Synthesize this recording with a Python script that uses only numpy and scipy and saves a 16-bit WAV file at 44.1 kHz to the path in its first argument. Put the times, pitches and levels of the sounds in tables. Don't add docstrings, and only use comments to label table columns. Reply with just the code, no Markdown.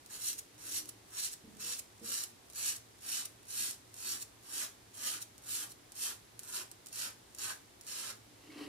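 import sys
import numpy as np
from scipy import signal
from scipy.fft import rfft, irfft, next_fast_len
from scipy.io import wavfile
from scipy.ndimage import uniform_filter1d, map_coordinates

SR = 44100
rng = np.random.default_rng(int(sys.argv[2]) if len(sys.argv) > 2 else 0)


def inscribe(sig):
    pcm = np.round(np.clip(np.atleast_2d(sig).T, -1, 1) * 32767)
    wavfile.write(sys.argv[1], SR, pcm.astype(np.int16))


N = 382773

# f/Hz, level/dB
AIR_SPECTRUM = [(15, -41), (25, -13.5), (96, -5), (160, -8), (378, -4), (509, -9.5), (741, -9.5),
                (1380, -13.5), (2170, -13.5), (2770, -15.5), (3530, -14.5), (6210, -17.5), (10900, -21),
                (14300, -26.5), (15500, -37)]
# f/Hz, full width at half amplitude/Hz, level/dB
HUM_BANDS = [(62, 12, -81), (110.8, 17, -70.5), (283, 26, -82)]
# f/Hz, correlation/1
MIC_LIKENESS = [(30, 0.74), (100, 0.74), (300, 0.53), (600, 0), (2000, 0), (12000, 0.21)]
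# t/s, level/dB
TICKS = [(0.0615, -34), (0.3308, -25), (0.382, -31), (0.8567, -33), (2.5004, -35.5), (2.557, -33),
         (3.9417, -33.5), (5.38, -37.5), (5.9202, -32.5), (6.3928, -25.5), (6.4335, -32), (6.7146, -31),
         (6.861, -33.5), (6.869, -31), (6.8854, -36), (6.9285, -30), (6.9587, -27), (6.9774, -35),
         (7.3487, -33), (7.3855, -29), (7.8112, -34), (7.868, -34)]
# f/Hz, level/dB
EDGE_SPECTRUM = [(400, -33), (1500, -15), (3000, -10.5), (5500, -4), (8500, -2), (12000, -6.5),
                 (15500, -15.5)]
# bite t/s, speeding-up/s, slowing/s, level/dB, swell from bite/dB, sag before lift/dB,
# edge sheen/dB, hollow scalp sound/dB, grip resonance f/Hz, resonance height/dB
STROKES = [(0.108, 0.047, 0.023, -50, 6.5, 9, 0, -14.0, 6000, 0),
           (0.192, 0.087, 0.051, -41, 17, 12.5, 1.5, -23, 5900, 4.5),
           (0.593, 0.18, 0.049, -42.0, 23, 22, 1.0, -19, 5800, 6.5),
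           (1.122, 0.072, 0.065, -42.0, 19, -0.5, -1.5, -19, 5730, 4),
           (1.601, 0.042, 0.092, -44.0, 8.5, -0.5, -3, -15.5, 5600, 5),
           (2.045, 0.096, 0.088, -41.5, 11.5, 7.5, -0.5, -16.0, 5130, 3.5),
           (2.56, 0.12, 0.054, -40.5, 9.5, 9.5, 0, -18.5, 6940, 3),
           (3.027, 0.093, 0.099, -41.5, 16.5, 7, -0.5, -16.5, 7000, 1),
           (3.49, 0.12, 0.096, -41.5, 11.5, 8, 0.5, -18.5, 6800, 1),
           (3.968, 0.148, 0.057, -42.5, 16, 10.5, 0.5, -17.0, 4600, 3.5),
           (4.449, 0.141, 0.062, -43.5, 21.5, 4.0, 1, -13, 3160, 3),
           (4.946, 0.13, 0.092, -42.5, 19.5, 7, 0.5, -13, 3120, 4.5),
           (5.439, 0.082, 0.12, -43.5, 21, 7.5, 2.5, -15.5, 3130, 2.5),
           (5.963, 0.068, 0.081, -43.0, 14, 4.5, 1.0, -14.0, 4450, 1.5),
           (6.418, 0.14, 0.059, -44.5, 23.5, 9, 0, -12.5, 5850, 0.5),
           (6.933, 0.09, 0.056, -43.5, 8.0, 6.5, -2, -12, 4600, 1),
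           (7.389, 0.031, 0.09, -44.0, 8, 2, -2.5, -9.5, 6100, 0.5),
           (7.877, 0.13, 0.099, -47.0, 2.5, 3, -3, -9, 4440, 0)]
# f/Hz, level/dB
HAIR_SPECTRUM = [(290, -50), (500, -16), (737, -17), (839, -14.5), (1620, -6), (2230, -11.5), (2900, -7.8),
                 (3550, -9), (4020, -7.5), (6270, -3.5), (6930, -3.5), (7560, -2), (11300, -1.5),
                 (14600, -10), (15500, -36)]
# t/s, change/dB
SCALP_GROWTH = [(0, -8), (4, 8), (8.2, 13.5)]
# t/s, level/dB
BODY_LEVEL = [(.5, -1.5), (3, -0.5), (5, 0.5), (7.5, 1)]
# f/Hz, level/dB
SKULL_SPECTRUM = [(120, -30), (220, -1), (300, -1), (400, -5), (520, -15), (800, -35)]
# t/s, level/dB
THRUM_LEVEL = [(1, -75.5), (4, -65), (7.5, -65.5)]
# letting-go t/s, level/dB, build-up/(dB/s)
FLICKS = [(0.394, -30, 1000), (0.895, -33, 1100), (1.339, -31.5, 548), (1.797, -32, 450), (2.240, -30, 900),
          (2.768, -35.5, 700), (3.2575, -29.5, 1600), (3.712, -33.5, 404), (4.229, -32.5, 400),
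          (5.227, -31.5, 750), (5.722, -42.5, 350)]
# fastest-motion t/s, rise/(dB/s), fall/(dB/s), low rub level/dB, rustle level/dB
ARM_MOVES = [(.8, 25, 52, -64.5, -70), (8.61, 85, 30, -52.5, -52.5)]
# f/Hz, level/dB
RUB_SPECTRUM = [(100, -38), (200, -18), (255, -12.5), (290, 1.5), (345, -10.5), (410, -10), (510, -11),
                (700, -33.5), (1500, -56)]
# f/Hz, level/dB
CLOTH_SPECTRUM = [(400, -9), (700, -4), (1100, 1.5), (1450, -7), (2000, 0), (2450, -4.5), (2900, 4),
                  (3500, -11), (4000, -3), (4800, -4.5), (6500, -14.5), (11000, -15), (14500, -26)]
# t/s, level/dB, f/Hz, hardness/(dB/octave)
THUMPS = [(1.44, -47, 216.7, -1), (1.477, -45.5, 217.3, -2.5), (1.561, -47, 208, -2),
          (1.64, -55.5, 233, 9.5), (1.69, -58, 233, 9.5), (2.015, -44, 226.7, 4), (2.03, -50, 232.7, 5),
          (2.085, -55, 261, 7), (8.435, -55, 308, -8), (8.49, -47, 312, -6), (8.56, -49, 299, -4),
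          (8.645, -49, 305, -8)]
# multiple of the pitch/1, level/dB, t60/s
THUMP_MODES = [(.87, -17, 0.14), (1, 0.5, 0.14), (1.35, -4.5, 0.11), (2.05, -11.5, 0.36)]
# t/s, level/dB, f/Hz
KNOCKS = [(8.5021, -47, 2190)]
# t/s, lag/s
LEFT_LAG = [(0, .000742), (3, .000729), (8.7, .000716)]
# f/Hz, level/dB
LEFT_SPECTRUM = [(500, -1), (2000, -6.5), (5000, -3), (9000, -2.5), (14000, -2.5)]
# f/Hz, t60/s
WALL_DECAY = [(200, 0.5), (1500, 0.24), (6000, 0.26), (14000, 0.24)]

SWELL_POWER, SAG_POWER = 1.15, 1.57
BITE_DB_PER_S, LIFT_DB_PER_S = 850, 474
SHEEN_GROWTH_DB = -1.5
SHEEN_FOLLOWS, SCALP_FOLLOWS, STRAY_FOLLOWS = 0.94, 0.29, 0.51
STRAY_DB_PER_S = 194
FLICK_STOP_DB_PER_S = 5000
BODY_HZ, BODY_WIDTH_HZ = 3000, 930
BAND_LIMIT_HZ = 15800


def amp(db):
    return 10 ** (np.asarray(db) / 20)


def unit(x):
    return x / np.sqrt(np.mean(x ** 2) + 1e-20)


def along(points, hz):
    f, v = np.transpose(points)
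    return np.interp(np.log(hz + 1), np.log(f + 1), v)


def at_time(points, t):
    return np.interp(t, *np.transpose(points))


def bell(hz, centre_hz, width_hz):
    return 1 / (1 + (2 * (hz - centre_hz) / width_hz) ** 2)


def wobble(rate_hz):
    knots = rng.standard_normal(int(N * rate_hz / SR) + 4)
    return map_coordinates(knots, [np.arange(N) * rate_hz / SR])


def filtered(x, response):
    m = next_fast_len(N + SR // 2)
    return irfft(rfft(x, m) * response(np.fft.rfftfreq(m, 1 / SR)), m)[..., :N]


def coloured(x, spectrum, size=1024):
    level = amp(along(spectrum, np.fft.rfftfreq(size, 1 / SR)))
    cepstrum = irfft(np.log(level + 1e-6))
    cepstrum[1:size // 2] *= 2
    cepstrum[size // 2 + 1:] = 0
    response = irfft(np.exp(rfft(cepstrum)))
    return signal.fftconvolve(x, response / np.abs(response).max())[:N]


def add(track, s, sound):
    part = track[max(round(s * SR), 0):][:len(sound)]
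    part += sound[:len(part)]


def snaps(rate_hz, spread_db):
    hit = rng.random(N) < rate_hz / SR
    size = amp(spread_db * np.clip(rng.standard_normal(N), -2, 2))
    return unit(hit * rng.choice([-1, 1], N) * size)


def diffuse(pair):
    def mid_and_side(hz):
        turn = np.arccos(np.clip(along(MIC_LIKENESS, hz), -1, 1)) / 2
        return np.array([np.cos(turn), np.sin(turn)])
    mid, side = filtered(pair, mid_and_side)
    return np.array([mid + side, mid - side])


def room_noise(air_db, hum_gain_db):
    hiss = filtered(rng.standard_normal((2, N)), lambda hz: amp(along(AIR_SPECTRUM, hz)))
    hum = np.zeros(N)
    for centre_hz, width_hz, db in HUM_BANDS:
        band = filtered(rng.standard_normal(N), lambda hz: bell(hz, centre_hz, width_hz))
        hum += amp(db + hum_gain_db) * unit(band)
    return amp(air_db) * unit(diffuse(hiss)) + hum


def ticks(gain_db, crackle_db, crackle_t60_s):
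    out, t = np.zeros(N), np.arange(SR // 20) / SR
    for s, db in TICKS:
        tick = amp(crackle_db - 60 * t / crackle_t60_s) * rng.standard_normal(len(t))
        tick[0] = 1
        add(out, s, amp(db + gain_db) * tick)
    return coloured(out, EDGE_SPECTRUM)


def regripped(x, width_hz, uneven_tone_db):
    hz, t, z = signal.stft(x, SR, nperseg=256)
    hz = hz[:, None]
    s, rise_s, *_, grip_hz, grip_db = np.transpose(STROKES)
    nearest = np.abs(t[:, None] - s - rise_s).argmin(axis=1)
    grip = grip_db[nearest] * bell(hz, grip_hz[nearest], width_hz)
    body = at_time(BODY_LEVEL, t) * bell(hz, BODY_HZ, BODY_WIDTH_HZ)
    field = uniform_filter1d(rng.standard_normal(z.shape), size=5, axis=0)
    field = unit(uniform_filter1d(field, size=24, axis=1))
    return signal.istft(z * amp(grip + body + uneven_tone_db * field), SR, nperseg=256)[1][:N]


def strokes(slide_db, coarse_db, clump_db, uneven_db, scalp_hz, sheen_hz,
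            rasp_gain_db, sheen_gain_db, scalp_gain_db):
    hairs = snaps(rate_hz=2600, spread_db=3.5) + amp(coarse_db) * snaps(rate_hz=160, spread_db=1.5)
    sliding = amp(slide_db) * rng.standard_normal(N)
    clumps_db = clump_db * wobble(170) + uneven_db * wobble(45)
    cutting = coloured((hairs + sliding) * amp(clumps_db), HAIR_SPECTRUM)
    cutting = regripped(cutting, width_hz=300, uneven_tone_db=1.0)

    def below(hz, corner_hz):
        return 1 / (1 + (hz / corner_hz) ** 6)
    scalp = unit(filtered(cutting, lambda hz: below(hz, scalp_hz)))
    rasp = unit(filtered(cutting, lambda hz: below(hz, sheen_hz) - below(hz, scalp_hz)))
    sheen = unit(filtered(cutting, lambda hz: 1 - below(hz, sheen_hz)))

    out, now = np.zeros(N), np.arange(N) / SR
    for s, rise_s, fall_s, db, swell_db, sag_db, sheen_db, scalp_db, *_ in STROKES:
        near = np.abs(now - s) < .5
        t = now[near] - s
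        before_crest = np.clip(1 - t / rise_s, 0, 1) ** SWELL_POWER
        after_crest = np.clip((t - rise_s) / fall_s, 0, 1) ** SAG_POWER
        speed_db = -swell_db * before_crest - sag_db * after_crest
        bite_db = BITE_DB_PER_S * np.minimum(t, 0)
        lift_db = -LIFT_DB_PER_S * np.maximum(t - rise_s - fall_s, 0)
        travel = np.clip(t / (rise_s + fall_s), 0, 1) - .5
        edge_db = sheen_db + SHEEN_FOLLOWS * speed_db + travel * SHEEN_GROWTH_DB
        hollow_db = scalp_db + SCALP_FOLLOWS * speed_db + travel * at_time(SCALP_GROWTH, s)
        mix = rasp[near] * amp(rasp_gain_db + speed_db)
        mix += sheen[near] * amp(sheen_gain_db + edge_db)
        mix += scalp[near] * amp(scalp_gain_db + hollow_db)
        out[near] += amp(db + bite_db + lift_db) * mix
    return out


def strays(gain_db):
    force, t = np.zeros(N), np.arange(N) / SR
    for s, rise_s, fall_s, db, swell_db, sag_db, *_ in STROKES:
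        near = np.abs(t - s) < .5
        since = t[near] - s
        speed_db = np.interp(since, [0, rise_s, rise_s + fall_s], [-swell_db, 0, -sag_db])
        outside_s = np.maximum(-since, 0) + np.maximum(since - rise_s - fall_s, 0)
        force[near] += amp(db + gain_db + STRAY_FOLLOWS * speed_db - STRAY_DB_PER_S * outside_s)
    return force * unit(coloured(snaps(rate_hz=170, spread_db=2.5), EDGE_SPECTRUM))


def thrum(gain_db):
    force, t = np.zeros(N), np.arange(N) / SR
    for s, rise_s, fall_s, *_ in STROKES:
        force += np.interp(t - s, [0, rise_s, rise_s + fall_s, rise_s + 1.36 * fall_s], [0, 1, 1, 0])
    shaking = unit(coloured(snaps(rate_hz=1500, spread_db=2), SKULL_SPECTRUM))
    return force * amp(gain_db + at_time(THRUM_LEVEL, t)) * shaking


def flicks(gain_db):
    force, t = np.zeros(N), np.arange(N) / SR
    for s, db, build_db_per_s in FLICKS:
        near = np.abs(t - s) < .1
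        since = t[near] - s
        shape_db = np.minimum(build_db_per_s * since, -FLICK_STOP_DB_PER_S * since)
        force[near] += amp(db + gain_db + shape_db)
    return force * unit(coloured(snaps(rate_hz=2200, spread_db=3), EDGE_SPECTRUM))


def sleeve(crumple_db):
    rub = unit(coloured(snaps(rate_hz=900, spread_db=4.0), RUB_SPECTRUM, size=4096))
    cloth = coloured(snaps(rate_hz=3600, spread_db=1), CLOTH_SPECTRUM)
    rustle = unit(cloth * amp(crumple_db * wobble(90)))
    out, t = np.zeros(N), np.arange(N) / SR
    for s, rise_db_per_s, fall_db_per_s, rub_db, rustle_db in ARM_MOVES:
        motion = amp(np.minimum(rise_db_per_s * (t - s), fall_db_per_s * (s - t)))
        out += motion * (amp(rub_db) * rub + amp(rustle_db) * rustle)
    return out


def thumps(gain_db, attack_s):
    out, t = np.zeros(N), np.arange(SR // 4) / SR
    for s, db, hz, hard_db in THUMPS:
        ring = np.zeros(len(t))
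        for ratio, level_db, t60_s in THUMP_MODES:
            mode_db = level_db + hard_db * np.log2(ratio) - 60 * t / t60_s
            ring += amp(mode_db) * np.sin(2 * np.pi * hz * ratio * t)
        add(out, s, amp(db + gain_db) * ring * (1 - np.exp(-t / attack_s)))
    return out


def knock(gain_db, t60_s, attack_s):
    out, t = np.zeros(N), np.arange(SR // 10) / SR
    for s, db, hz in KNOCKS:
        ring = amp(db + gain_db - 60 * t / t60_s) * np.sin(2 * np.pi * hz * t)
        add(out, s, ring * (1 - np.exp(-t / attack_s)))
    return out


def spaced(x, scatter_db, scatter_t60_s, scatter_hz, count=170):
    n = np.arange(N)
    left = map_coordinates(x, [n - SR * at_time(LEFT_LAG, n / SR)], order=5)
    left = filtered(left, lambda hz: amp(along(LEFT_SPECTRUM, hz)))
    t, size = np.arange(SR // 100) / SR, N // count + 1
    glances = np.zeros((2, N + SR))
    for start in range(0, N, size):
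        paths = rng.standard_normal((2, len(t))) * amp(-60 * t / scatter_t60_s)
        paths /= np.linalg.norm(paths, axis=1, keepdims=True)
        answer = signal.fftconvolve(x[None, start:start + size], paths, axes=1)
        glances[:, start + SR // 1000:][:, :answer.shape[1]] += answer
    glances = filtered(glances[:, :N], lambda hz: hz ** 2 / (hz ** 2 + scatter_hz ** 2))
    return np.array([left, x]) + amp(scatter_db) * glances


def bathroom(x, wet_db, wet_treble_db, early, early_t60_s, count=17):
    echo, size = np.zeros((2, N + SR)), N // count + 1
    for start in range(0, N, size):
        hz, t, z = signal.stft(rng.standard_normal((2, SR // 3)), SR, nperseg=256)
        decay = amp(-60 * t / along(WALL_DECAY, hz)[:, None]) + early * amp(-60 * t / early_t60_s)
        tail = signal.istft(z * decay, SR, nperseg=256)[1]
        tail /= np.linalg.norm(tail[0])
        answer = signal.fftconvolve(x[None, start:start + size], tail, axes=1)
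        echo[:, start + SR // 600:][:, :answer.shape[1]] += answer
    tone = [(1000, wet_db), (9000, wet_treble_db)]
    return diffuse(filtered(echo[:, :N], lambda hz: amp(along(tone, hz))))


def scene():
    noise = room_noise(air_db=-60.58, hum_gain_db=-.7)
    edge = ticks(gain_db=2, crackle_db=-25, crackle_t60_s=0.031)
    scrape = strokes(slide_db=-10, coarse_db=-10, clump_db=0.4, uneven_db=0.68,
                     scalp_hz=2230, sheen_hz=6640,
                     rasp_gain_db=-.5, sheen_gain_db=-1.5, scalp_gain_db=-1.13)
    edge += strays(gain_db=-9.5)
    body = thrum(gain_db=-1)
    edge += flicks(gain_db=-7.5)
    body += sleeve(crumple_db=2.0)
    body += thumps(gain_db=-3.0, attack_s=0.0013)
    body += knock(gain_db=2, t60_s=0.032, attack_s=.002)
    direct = spaced(scrape + edge, scatter_db=-3.5, scatter_t60_s=0.024, scatter_hz=4840)
    direct += amp(-1) * body
    walls = bathroom(scrape + amp(-3) * edge + amp(-4.0) * body,
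                     wet_db=0.5, wet_treble_db=-5, early=1.0, early_t60_s=0.044)
    return (direct + walls + noise) * amp([[-.2], [.2]])


def widened(pair, share, corner_hz, damping):
    def lift(hz):
        s = 1j * hz / corner_hz
        cross = share * s * s / (s * s + damping * s + 1)
        return (1 + cross) / (1 - cross)
    mid = (pair[0] + pair[1]) / 2
    side = filtered((pair[0] - pair[1]) / 2, lift)
    return np.array([mid + side, mid - side])


def record(dry):
    wide = widened(dry, share=0.44, corner_hz=4600, damping=1.8)
    return filtered(wide, lambda hz: np.clip((BAND_LIMIT_HZ - hz) / 600 + .5, 0, 1))


dry = scene()
out = record(dry)
inscribe(out)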